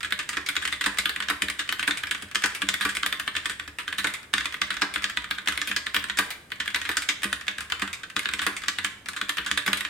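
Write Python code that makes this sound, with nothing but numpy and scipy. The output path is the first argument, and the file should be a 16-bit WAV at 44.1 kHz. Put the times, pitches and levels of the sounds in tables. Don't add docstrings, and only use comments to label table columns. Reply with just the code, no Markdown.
import sys
import numpy as np
from scipy import signal
from scipy.fft import rfft, irfft, next_fast_len
from scipy.io import wavfile

SR = 44100
rng = np.random.default_rng(int(sys.argv[2]) if len(sys.argv) > 2 else 0)


def to_wav(s):
    ch = np.atleast_2d(s).T
    pcm = np.round(np.clip(ch, -1, 1) * 32767)
    wavfile.write(sys.argv[1], SR, pcm.astype(np.int16))


N = 436149

# t/s, level/dB, keycap f/Hz, stem tick re level/dB, chatter t60/s
KEY_CONTACTS = [(0.0303, -30, 1740, -9, 0.052), (0.047, -29, 1700, -11, 0.071),
                (0.1232, -23, 1740, -12, 0.03), (0.1905, -27.0, 1810, -6.5, 0.096),
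                (0.291, -29.0, 1910, -1, 0.059), (0.331, -31.5, 1500, -9, 0.1),
                (0.4878, -24.5, 2140, -6.0, 0.051), (0.5657, -23.5, 2080, -9.0, 0.023),
                (0.623, -30, 1670.0, -9, 0.12), (0.6525, -26.5, 1970, -5.5, 0.03),
                (0.676, -28, 1740.0, -6.0, 0.044), (0.7254, -25.5, 2010, -10.5, 0.067),
                (0.811, -26, 1950, -7, 0.052), (0.8408, -27.5, 1620, -7, 0.043),
                (0.9859, -23, 2100.0, -3, 0.041), (1.0564, -22, 1570, -13, 0.021),
                (1.0937, -27, 1730.0, -8.0, 0.035), (1.1617, -29.0, 1990, -12, 0.032),
                (1.203, -27.0, 1740, -12.5, 0.025), (1.2237, -29, 1800, -10, 0.055),
                (1.2856, -26.5, 1710, -9.0, 0.045), (1.421, -24.0, 1740, -5.5, 0.022),
                (1.4838, -28.5, 1750, -13, 0.031), (1.4995, -29, 1950, -3, 0.03),
                (1.5924, -25.0, 1620, -7, 0.11), (1.691, -26, 1920, -7.5, 0.03),
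                (1.7245, -26, 1770.0, -7.5, 0.025), (1.7945, -26.5, 1730, -8.5, 0.046),
                (1.828, -26.5, 1900.0, -11.5, 0.055), (1.909, -24.5, 1980, -9.5, 0.043),
                (2.0359, -28, 1780, -13.0, 0.022), (2.111, -25, 1780, -5.5, 0.037),
                (2.1476, -30.5, 1540, -10, 0.034), (2.2227, -35.0, 1630, -4.0, 0.047),
                (2.348, -29, 1600, -1, 0.067), (2.3556, -23, 1730, -5.0, 0.02),
                (2.4593, -27, 1500.0, -1.5, 0.026), (2.619, -24.5, 1630, -9.5, 0.037),
                (2.6879, -22.5, 1870, -2, 0.035), (2.7405, -25.5, 1980.0, -7.5, 0.033),
                (2.8099, -23.0, 1670.0, -9, 0.34), (2.8916, -28.0, 1680.0, -5, 0.12),
                (2.9686, -26.5, 2200, -6, 0.023), (3.032, -24, 1540, -11, 0.014),
                (3.0622, -24.5, 1660.0, -4, 0.026), (3.1256, -25, 1660, -10.0, 0.033),
                (3.1977, -28.0, 1680, -6, 0.032), (3.2775, -25.5, 1660, -15, 0.032),
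                (3.352, -29, 1740.0, -14, 0.039), (3.366, -25, 1790, -9, 0.029),
                (3.457, -25.0, 1750.0, -7, 0.046), (3.497, -28.5, 1640, -5.5, 0.12),
                (3.597, -30.5, 1800, -12, 0.028), (3.786, -28.5, 1730.0, -9.5, 0.18),
                (3.879, -29, 1580, -11, 0.054), (3.9266, -28.5, 1790, -14.0, 0.031),
                (3.983, -24.5, 1760, -6.5, 0.14), (4.07, -26, 2000, -8.5, 0.043),
                (4.3377, -20, 1780, -8, 0.026), (4.3807, -25, 1700, -7.5, 0.028),
                (4.4074, -29.5, 1740, -11, 0.04), (4.456, -26.5, 1880.0, -7, 0.031),
                (4.542, -30.5, 1940.0, -14, 0.035), (4.6171, -21.5, 1700, -6, 0.02),
                (4.7048, -24.5, 1550, -11.5, 0.045), (4.7677, -31.0, 1680, -9, 0.032),
                (4.9593, -24.5, 1740, -16, 0.021), (5.0418, -23, 1660, -6, 0.025),
                (5.1722, -24, 1870, -13, 0.02), (5.2426, -33.5, 1550.0, -12, 0.028),
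                (5.31, -24, 1580, -11.5, 0.027), (5.3838, -31, 1510, -14, 0.037),
                (5.474, -22, 1750, -10.5, 0.047), (5.4851, -24.5, 1670.0, -4, 0.018),
                (5.5226, -30.5, 1400, -9.0, 0.046), (5.5756, -27, 2170, -8.5, 0.023),
                (5.6156, -25.5, 1800, -5.5, 0.028), (5.6735, -29, 2470, -3.5, 0.23),
                (5.714, -25.5, 1730, -13, 0.027), (5.7635, -24.5, 1750, -0.5, 0.054),
                (5.867, -27.5, 1760, -13, 0.028), (5.9447, -24.0, 1680, -6.0, 0.05),
                (5.9645, -21.5, 1500, -8.5, 0.029), (6.041, -29.5, 1620, -9.0, 0.017),
                (6.098, -26.5, 1950, -12, 0.039), (6.173, -28, 1640, -1, 0.19),
                (6.5191, -30.0, 1770.0, -14, 0.027), (6.6014, -25.5, 1800.0, -9.5, 0.077),
                (6.6775, -26, 1740, -14, 0.026), (6.746, -23.5, 2020, -7, 0.032),
                (6.7598, -26.5, 1750, -9, 0.033), (6.8153, -31, 1900, -7, 0.043),
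                (6.8523, -29, 1800, -13.0, 0.1), (6.915, -29, 1750, -9, 0.081),
                (6.9694, -23.0, 1460, -0.5, 0.058), (7.089, -20.5, 2140, -4.5, 0.084),
                (7.2325, -25.5, 1820, -6, 0.044), (7.2423, -26.5, 1740, -4.5, 0.027),
                (7.3283, -24.5, 1800, -7, 0.026), (7.481, -24, 1660, -10.5, 0.035),
                (7.583, -31.5, 1660.0, -8, 0.026), (7.6065, -32.5, 1670, -3.5, 0.051),
                (7.7213, -24.5, 1430, -8.5, 0.021), (7.8762, -33.0, 1600.0, -11, 0.024),
                (8.0336, -33.5, 1550, -11.5, 0.058), (8.1645, -23.5, 1430, -7.5, 0.023),
                (8.1928, -28, 2100.0, -4.5, 0.018), (8.2565, -25, 1580, -17.0, 0.019),
                (8.2886, -28, 1630, -13, 0.025), (8.3366, -26, 2180.0, -6, 0.02),
                (8.3924, -26.0, 1690.0, -12, 0.032), (8.4173, -26.5, 1610.0, -6.5, 0.2),
                (8.6361, -33.5, 1590, -9.0, 0.054), (8.683, -23.5, 1630.0, -1.5, 0.043),
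                (8.7858, -26, 1760, -11, 0.034), (8.846, -24, 1760, -5.0, 0.044),
                (9.0864, -30.5, 1300, -2.5, 0.034), (9.164, -29.5, 1610.0, -8, 0.12),
                (9.2136, -25.5, 1730.0, -11.5, 0.022), (9.293, -24.5, 1760, -4.5, 0.031),
                (9.383, -25, 1630, -16.0, 0.04), (9.4629, -27, 1540, -6.5, 0.13),
                (9.5136, -23.5, 1770, -5.5, 0.023), (9.575, -21.5, 1720, -8.5, 0.054),
                (9.663, -26, 2120, -5.5, 0.12), (9.731, -22, 1500, -6.5, 0.02),
                (9.8076, -27.5, 1940, -7.5, 0.031), (9.8497, -28, 1700.0, -12.0, 0.028)]
# t/s, level/dB, desk thump level/dB, hold/s
SPACE_STROKES = [(0.3696, -24.5, -31, 0.093), (0.861, -20.5, -25.5, 0.13), (1.2997, -22, -27.5, 0.12),
                 (1.8766, -21.5, -25.5, .096), (2.439, -19.5, -30, 0.11), (2.851, -22.5, -23.5, 0.1),
                 (4.0436, -22.5, -29, .095), (4.819, -20, -26.5, 0.12), (6.1878, -19, -26, .117),
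                 (6.8907, -24, -27, .13), (7.82, -24, -25, 0.11), (8.4657, -21, -24.5, 0.1),
                 (9.678, -23, -22.5, 0.094)]
# t/s, level/dB
KEY_THUMPS = [(1.199, -42), (1.425, -27.5), (2.226, -35), (2.627, -25.5), (3.675, -39), (3.984, -33),
              (4.343, -35), (4.966, -34), (5.171, -54), (5.485, -32), (5.693, -31.5), (5.965, -31),
              (7.249, -24), (7.722, -40), (8.165, -29.5), (8.338, -36), (9.22, -35), (9.387, -33),
              (9.515, -35)]
# t/s, level/dB
FINGER_TOUCHES = [(.006, -35), (0.554, -31), (0.9727, -33), (2.07, -32), (2.313, -38), (2.421, -31),
                  (3.677, -35.5), (4.23, -43.5), (4.524, -35), (4.741, -34), (5.022, -33.5), (5.097, -30),
                  (6.503, -46), (6.658, -34.5), (7.411, -35.5), (7.7, -32.5), (7.796, -33.5), (8.1, -38.5),
                  (8.619, -37.5), (9.059, -36), (9.133, -37), (9.37, -29)]
# f/Hz, level/dB
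KEYCAP_EQ = [(100, -26), (400, -30), (700, -16.5), (950, -9.5), (1200, -0.5), (1700, 2), (2400, 3),
             (3000, -4.5), (4500, -49.5)]
# f/Hz, level/dB
HOUSING_EQ = [(1800, -21.5), (2700, -1), (3400, 1), (3900, -0.5), (4500, -6.5), (6500, -31.5)]
# f/Hz, level/dB
STEM_EQ = [(3500, -2.5), (4800, 7), (5800, -0.5), (8900, -0.5), (10500, -9.5), (13000, -9), (15500, -14.5)]
# f/Hz, level/dB
CASE_EQ = [(150, -24), (400, -1.5), (600, -13), (1100, -0.5), (1500, -3.0), (3000, -46)]
# f/Hz, level/dB, t60/s
PLATE_MODES = [(974, -7.5, 0.24), (1068, -11, 0.5), (1156, 2.5, 0.12), (1223, 4.5, 0.15),
               (1509, 13.5, 0.079), (1661, 7.5, 0.069), (2055, -2, 0.23), (2493, 6.5, 0.096)]
# f/Hz, width/Hz, level/dB
DESK_MODES = [(119, 3.6, -14.5), (198.6, 8.5, 1), (291, 11.9, 1.5), (335, 14.5, -7.5), (399, 16.3, -9.5),
              (474, 15.6, -9), (606, 4.3, -4)]
# f/Hz, t60/s
ROOM_DECAY = [(200, 1), (1800, 0.53), (8000, 0.42), (15000, 0.36)]
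# f/Hz, level/dB
ROOM_TONE_EQ = [(20, -21), (70, -7.5), (300, -12.5), (600, -19), (1800, -25), (5000, -33.5), (9000, -29.5),
                (15000, -40.5)]
# f/Hz, correlation/0-1
STEREO_LIKENESS = [(300, 0.97), (850, 0.37), (1400, 0.95), (2200, 0.42), (3500, 0.34), (9000, 0.27)]
# f/Hz, left minus right level/dB
STEREO_TILT = [(450, -0.5), (770, 4.5), (1200, -0.5), (1790, -3), (2740, 2.5), (4200, 0), (6400, -1.5),
               (9800, -2), (14000, 1)]
# f/Hz, left lead/rad
STEREO_LEAD = [(800, 0.19), (1400, -0.12), (2400, 0.32), (4500, 0.93), (10000, 0.16)]

USUAL_DB = -25.5
SNAP_DB, SNAP_GROWS = -2.5, 0.32
BAR_TICK_DB, BAR_TICK_GROWS = -6.5, 0.87
BAR_HZ, BAR_T60 = 1727, 0.051
RETURN_DB, RETURN_HZ, RETURN_TICK_DB, RETURN_T60 = -31, 2230, -3, 0.1
TOP_HZ = 15950


def key_clacks(db, pitch_hz, tick_db, t60, cap_db=-0.33, snap_scatter_db=0.78):
    housing_draw, stem_draw, snap_draw = rng.standard_normal((len(db), 3)).T
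    housing_hz = 3400 * np.exp(0.065 * housing_draw)
    stem_hz = 8500 * np.exp(0.24 * stem_draw)
    cap = contacts(KEYCAP_EQ, t60 * 1.26, pitch_hz, width_hz=254, broad=0.47, strike=0.28)
    housing = contacts(HOUSING_EQ, t60 * 0.92, housing_hz, width_hz=770, broad=0.41, strike=0.45)
    stem = contacts(STEM_EQ, t60 * 1.04, stem_hz, width_hz=3400, broad=0.38, strike=0.55)
    snap_db = db + SNAP_DB + SNAP_GROWS * (db - USUAL_DB) + snap_scatter_db * snap_draw
    return fader(cap, db + cap_db) + fader(housing, snap_db) + fader(stem, db + tick_db)


def contacts(colour, t60, pitch_hz, width_hz, broad, strike, rebound=0.41, rebound_s=0.0022, size=2048):
    t, hz = np.arange(size) / SR, np.fft.rfftfreq(size, 1 / SR)
    count = len(t60)
    force = rng.standard_normal((count, 2, size)) * decay(t, t60[:, None, None])
    force /= np.linalg.norm(force, axis=-1, keepdims=True)
    force[:, 0, 0] += strike
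    flight_s = rebound_s * np.exp(.5 * rng.standard_normal(count))
    landing = np.clip(flight_s * SR, 1, size - 1).astype(int)
    force[np.arange(count), 0, landing] += rebound * strike
    low_cut = hz ** 2 / (hz ** 2 + 180 ** 2)
    peak = resonance(hz, pitch_hz[:, None, None], width_hz)
    body = minimum_phase(amp(curve(colour, hz)) * low_cut) * (broad + peak)
    hits = irfft(stereo_image(rfft(force), hz) * body)
    fade_out = np.minimum(1, 2 - 2 * t / t[-1])
    return unit_hits(hits * fade_out)


def space_bar(clack_db=-4.5, cap_db=4.5, ring_db=-11.5, knock_db=-8.0):
    times, db, _, hold_s = np.transpose(SPACE_STROKES)
    each = np.ones(len(times))
    tick_db = BAR_TICK_DB + BAR_TICK_GROWS * (db - USUAL_DB)
    clack = key_clacks(db + clack_db, BAR_HZ * each, tick_db, BAR_T60 * each, cap_db=cap_db)
    release = key_clacks(RETURN_DB * each, RETURN_HZ * each, RETURN_TICK_DB * each, RETURN_T60 * each)
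    knock = contacts(CASE_EQ, 0.13 * each, 1100 * each, width_hz=1200, broad=0.68, strike=0.16, size=4096)
    ring = plate_ring(db + ring_db)
    press = place(times, clack) + place(times, fader(knock, db + knock_db)) + place(times, ring)
    return press + place(times + hold_s, release)


def plate_ring(db, size=12000):
    hz, mode_db, t60 = np.transpose(PLATE_MODES)[:, :, None]
    t = np.arange(size) / SR
    modes = amp(mode_db) * decay(t, t60) * np.sin(2 * np.pi * hz * t)
    draw = rng.standard_normal((len(db), 3, len(PLATE_MODES)))
    balance = draw[:, :1] + .5 * draw[:, 1:]
    return fader(unit_hits(balance @ modes), db)


def desk_thumps(times, db, soft_hz, push_t60=0.051, size=6144):
    t, hz = np.arange(size) / SR, np.fft.rfftfreq(size, 1 / SR)
    push = rng.standard_normal((len(times), 1, size)) * decay(t, push_t60)
    board = sum((-1) ** k * amp(level) * resonance(hz, centre, width)
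                for k, (centre, width, level) in enumerate(DESK_MODES))
    low_pass = 1 / (1 + 1j * hz / soft_hz) ** 2
    thumps = irfft(rfft(push) * board * low_pass)
    return place(times, fader(unit_hits(thumps), db))


def desk_sway(times, db, mode_hz=71, t60=0.38, attack_s=0.0096, size=12000):
    t = np.arange(size) / SR
    detune, force = rng.standard_normal((len(times), 2)).T
    hz = mode_hz * (1 + 0.11 * detune[:, None, None])
    envelope = decay(t, t60) * (1 - np.exp(-t / attack_s))
    ring = np.sin(2 * np.pi * hz * t) * envelope
    return place(times, fader(unit_hits(ring), db + 2 * force))


def fingertips(touch_db=-1, lead_db=-16, lead_s=0.005, rub_db=-7, settle_db=-45, settle_s=.035):
    stroke_s, stroke_db = strokes()
    touch_s, touch_level = np.transpose(FINGER_TOUCHES)
    delay, force = rng.standard_normal((len(stroke_s), 2, 2)).T
    lead_times = stroke_s - lead_s * np.exp(.7 * delay[0])
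    lead_level = stroke_db + lead_db + 3 * force[0]
    settle_times = stroke_s + settle_s * np.exp(.5 * delay[1])
    settle_level = settle_db + .5 * (stroke_db - USUAL_DB) + 3 * force[1]
    times = np.r_[touch_s, lead_times, settle_times]
    db = np.r_[touch_level + touch_db, lead_level, settle_level]
    each = np.ones(len(times))
    tap = contacts(KEYCAP_EQ, 0.057 * each, 1700 * each, width_hz=100, broad=0.87, strike=0)
    rub = contacts(STEM_EQ, 0.03 * each, 8000 * each, width_hz=8000, broad=1, strike=0)
    rattle = contacts(HOUSING_EQ, 0.047 * each, 3300 * each, width_hz=890, broad=0.99, strike=0)
    return place(times, fader(tap + 0.45 * rattle + amp(rub_db) * rub, db))


def room_reverb(x, early_db=-8.5, tail_db=-8.0, early_t60=0.12, size=20000):
    hz, frame_s, bands = signal.stft(rng.standard_normal((2, size)), SR, nperseg=256)
    bands *= decay(frame_s, curve(ROOM_DECAY, hz)[:, None])
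    tail = signal.istft(bands, SR, nperseg=256)[1][:, :size]
    t = np.arange(size) / SR
    early = rng.standard_normal((2, size)) * decay(t, early_t60)
    onset = np.clip(t / 0.0035 - .5, 0, 1)
    response = amp(early_db) * unit_rms(early * onset) + amp(tail_db) * unit_rms(tail * onset)
    response = response + 0.22 * response[::-1]
    return signal.fftconvolve(x, response / np.sqrt(size), axes=1)[:, :N]


def room_tone(db=-55):
    size = next_fast_len(N)
    hz = np.fft.rfftfreq(size, 1 / SR)
    noise = stereo_image(rfft(rng.standard_normal((2, size))), hz) * amp(curve(ROOM_TONE_EQ, hz))
    return amp(db) * unit_rms(irfft(noise, size)[:, :N])


def strokes():
    rows = np.r_[np.array(KEY_CONTACTS)[:, :2], np.array(SPACE_STROKES)[:, :2]]
    return rows[np.argsort(rows[:, 0])].T


def stereo_image(spectra, hz):
    spread = np.arccos(np.clip(curve(STEREO_LIKENESS, hz), 0, 1)) / 2
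    mid, side = spectra[..., 0, :] * np.cos(spread), spectra[..., 1, :] * np.sin(spread)
    lean = amp(curve(STEREO_TILT, hz) / 2) * np.exp(.5j * curve(STEREO_LEAD, hz))
    return np.stack([(mid + side) * lean, (mid - side) / lean], axis=-2)


def place(times, hits):
    track = np.zeros((2, N + SR))
    for time_s, hit in zip(times, hits):
        start = max(round(time_s * SR), 0)
        track[:, start:start + hit.shape[-1]] += hit
    return track[:, :N]


def resonance(hz, centre, width):
    return 1j * hz * width / (centre ** 2 - hz ** 2 + 1j * hz * width)


def minimum_phase(gain):
    cepstrum = irfft(np.log(np.maximum(gain, 1e-6)))
    half = len(cepstrum) // 2
    cepstrum[1:half] *= 2
    cepstrum[half + 1:] = 0
    return np.exp(rfft(cepstrum))


def curve(points, hz):
    point_hz, values = np.transpose(points)
    return np.interp(np.log(hz + 1), np.log(point_hz + 1), values)


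def amp(db):
    return 10 ** (np.asarray(db) / 20)


def decay(t, t60):
    return amp(-60 * t / t60)


def fader(hits, db):
    return hits * amp(db)[:, None, None]


def unit_rms(x):
    return x / np.sqrt(np.mean(x ** 2) + 1e-20)


def unit_hits(hits):
    energy = np.mean(np.sum(hits ** 2, axis=-1), axis=-1)
    return hits / np.sqrt(energy / (0.01 * SR) + 1e-20)[:, None, None]


def scene(paths=6):
    key_s, key_db, pitch_hz, tick_db, t60 = np.transpose(KEY_CONTACTS)
    clacks = key_clacks(key_db, pitch_hz, tick_db, t60)
    groups = [place(key_s[k::paths], clacks[k::paths]) for k in range(paths)]
    groups[0] += space_bar()
    groups[1] += fingertips()
    clatter = sum(group + room_reverb(group) for group in groups)
    stroke_s, stroke_db = strokes()
    ring = place(stroke_s, plate_ring(stroke_db - 7))
    bar_thumps = [(time_s, db) for time_s, _, db, _ in SPACE_STROKES]
    thump_s, thump_db = np.transpose(list(KEY_THUMPS) + bar_thumps)
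    thuds = desk_thumps(thump_s, thump_db - 7, soft_hz=480)
    knocks = desk_thumps(stroke_s, stroke_db - 19, soft_hz=1340)
    sway = desk_sway(thump_s, db=-49.5)
    sway += desk_sway(stroke_s[::2], db=-47.5)
    return clatter + ring + thuds + knocks + sway + room_tone()


def record(dry):
    size = next_fast_len(N + SR // 2)
    passband = np.fft.rfftfreq(size, 1 / SR) < TOP_HZ
    return irfft(rfft(dry, size) * passband, size)[:, :N]


dry = scene()
out = record(dry)
to_wav(out)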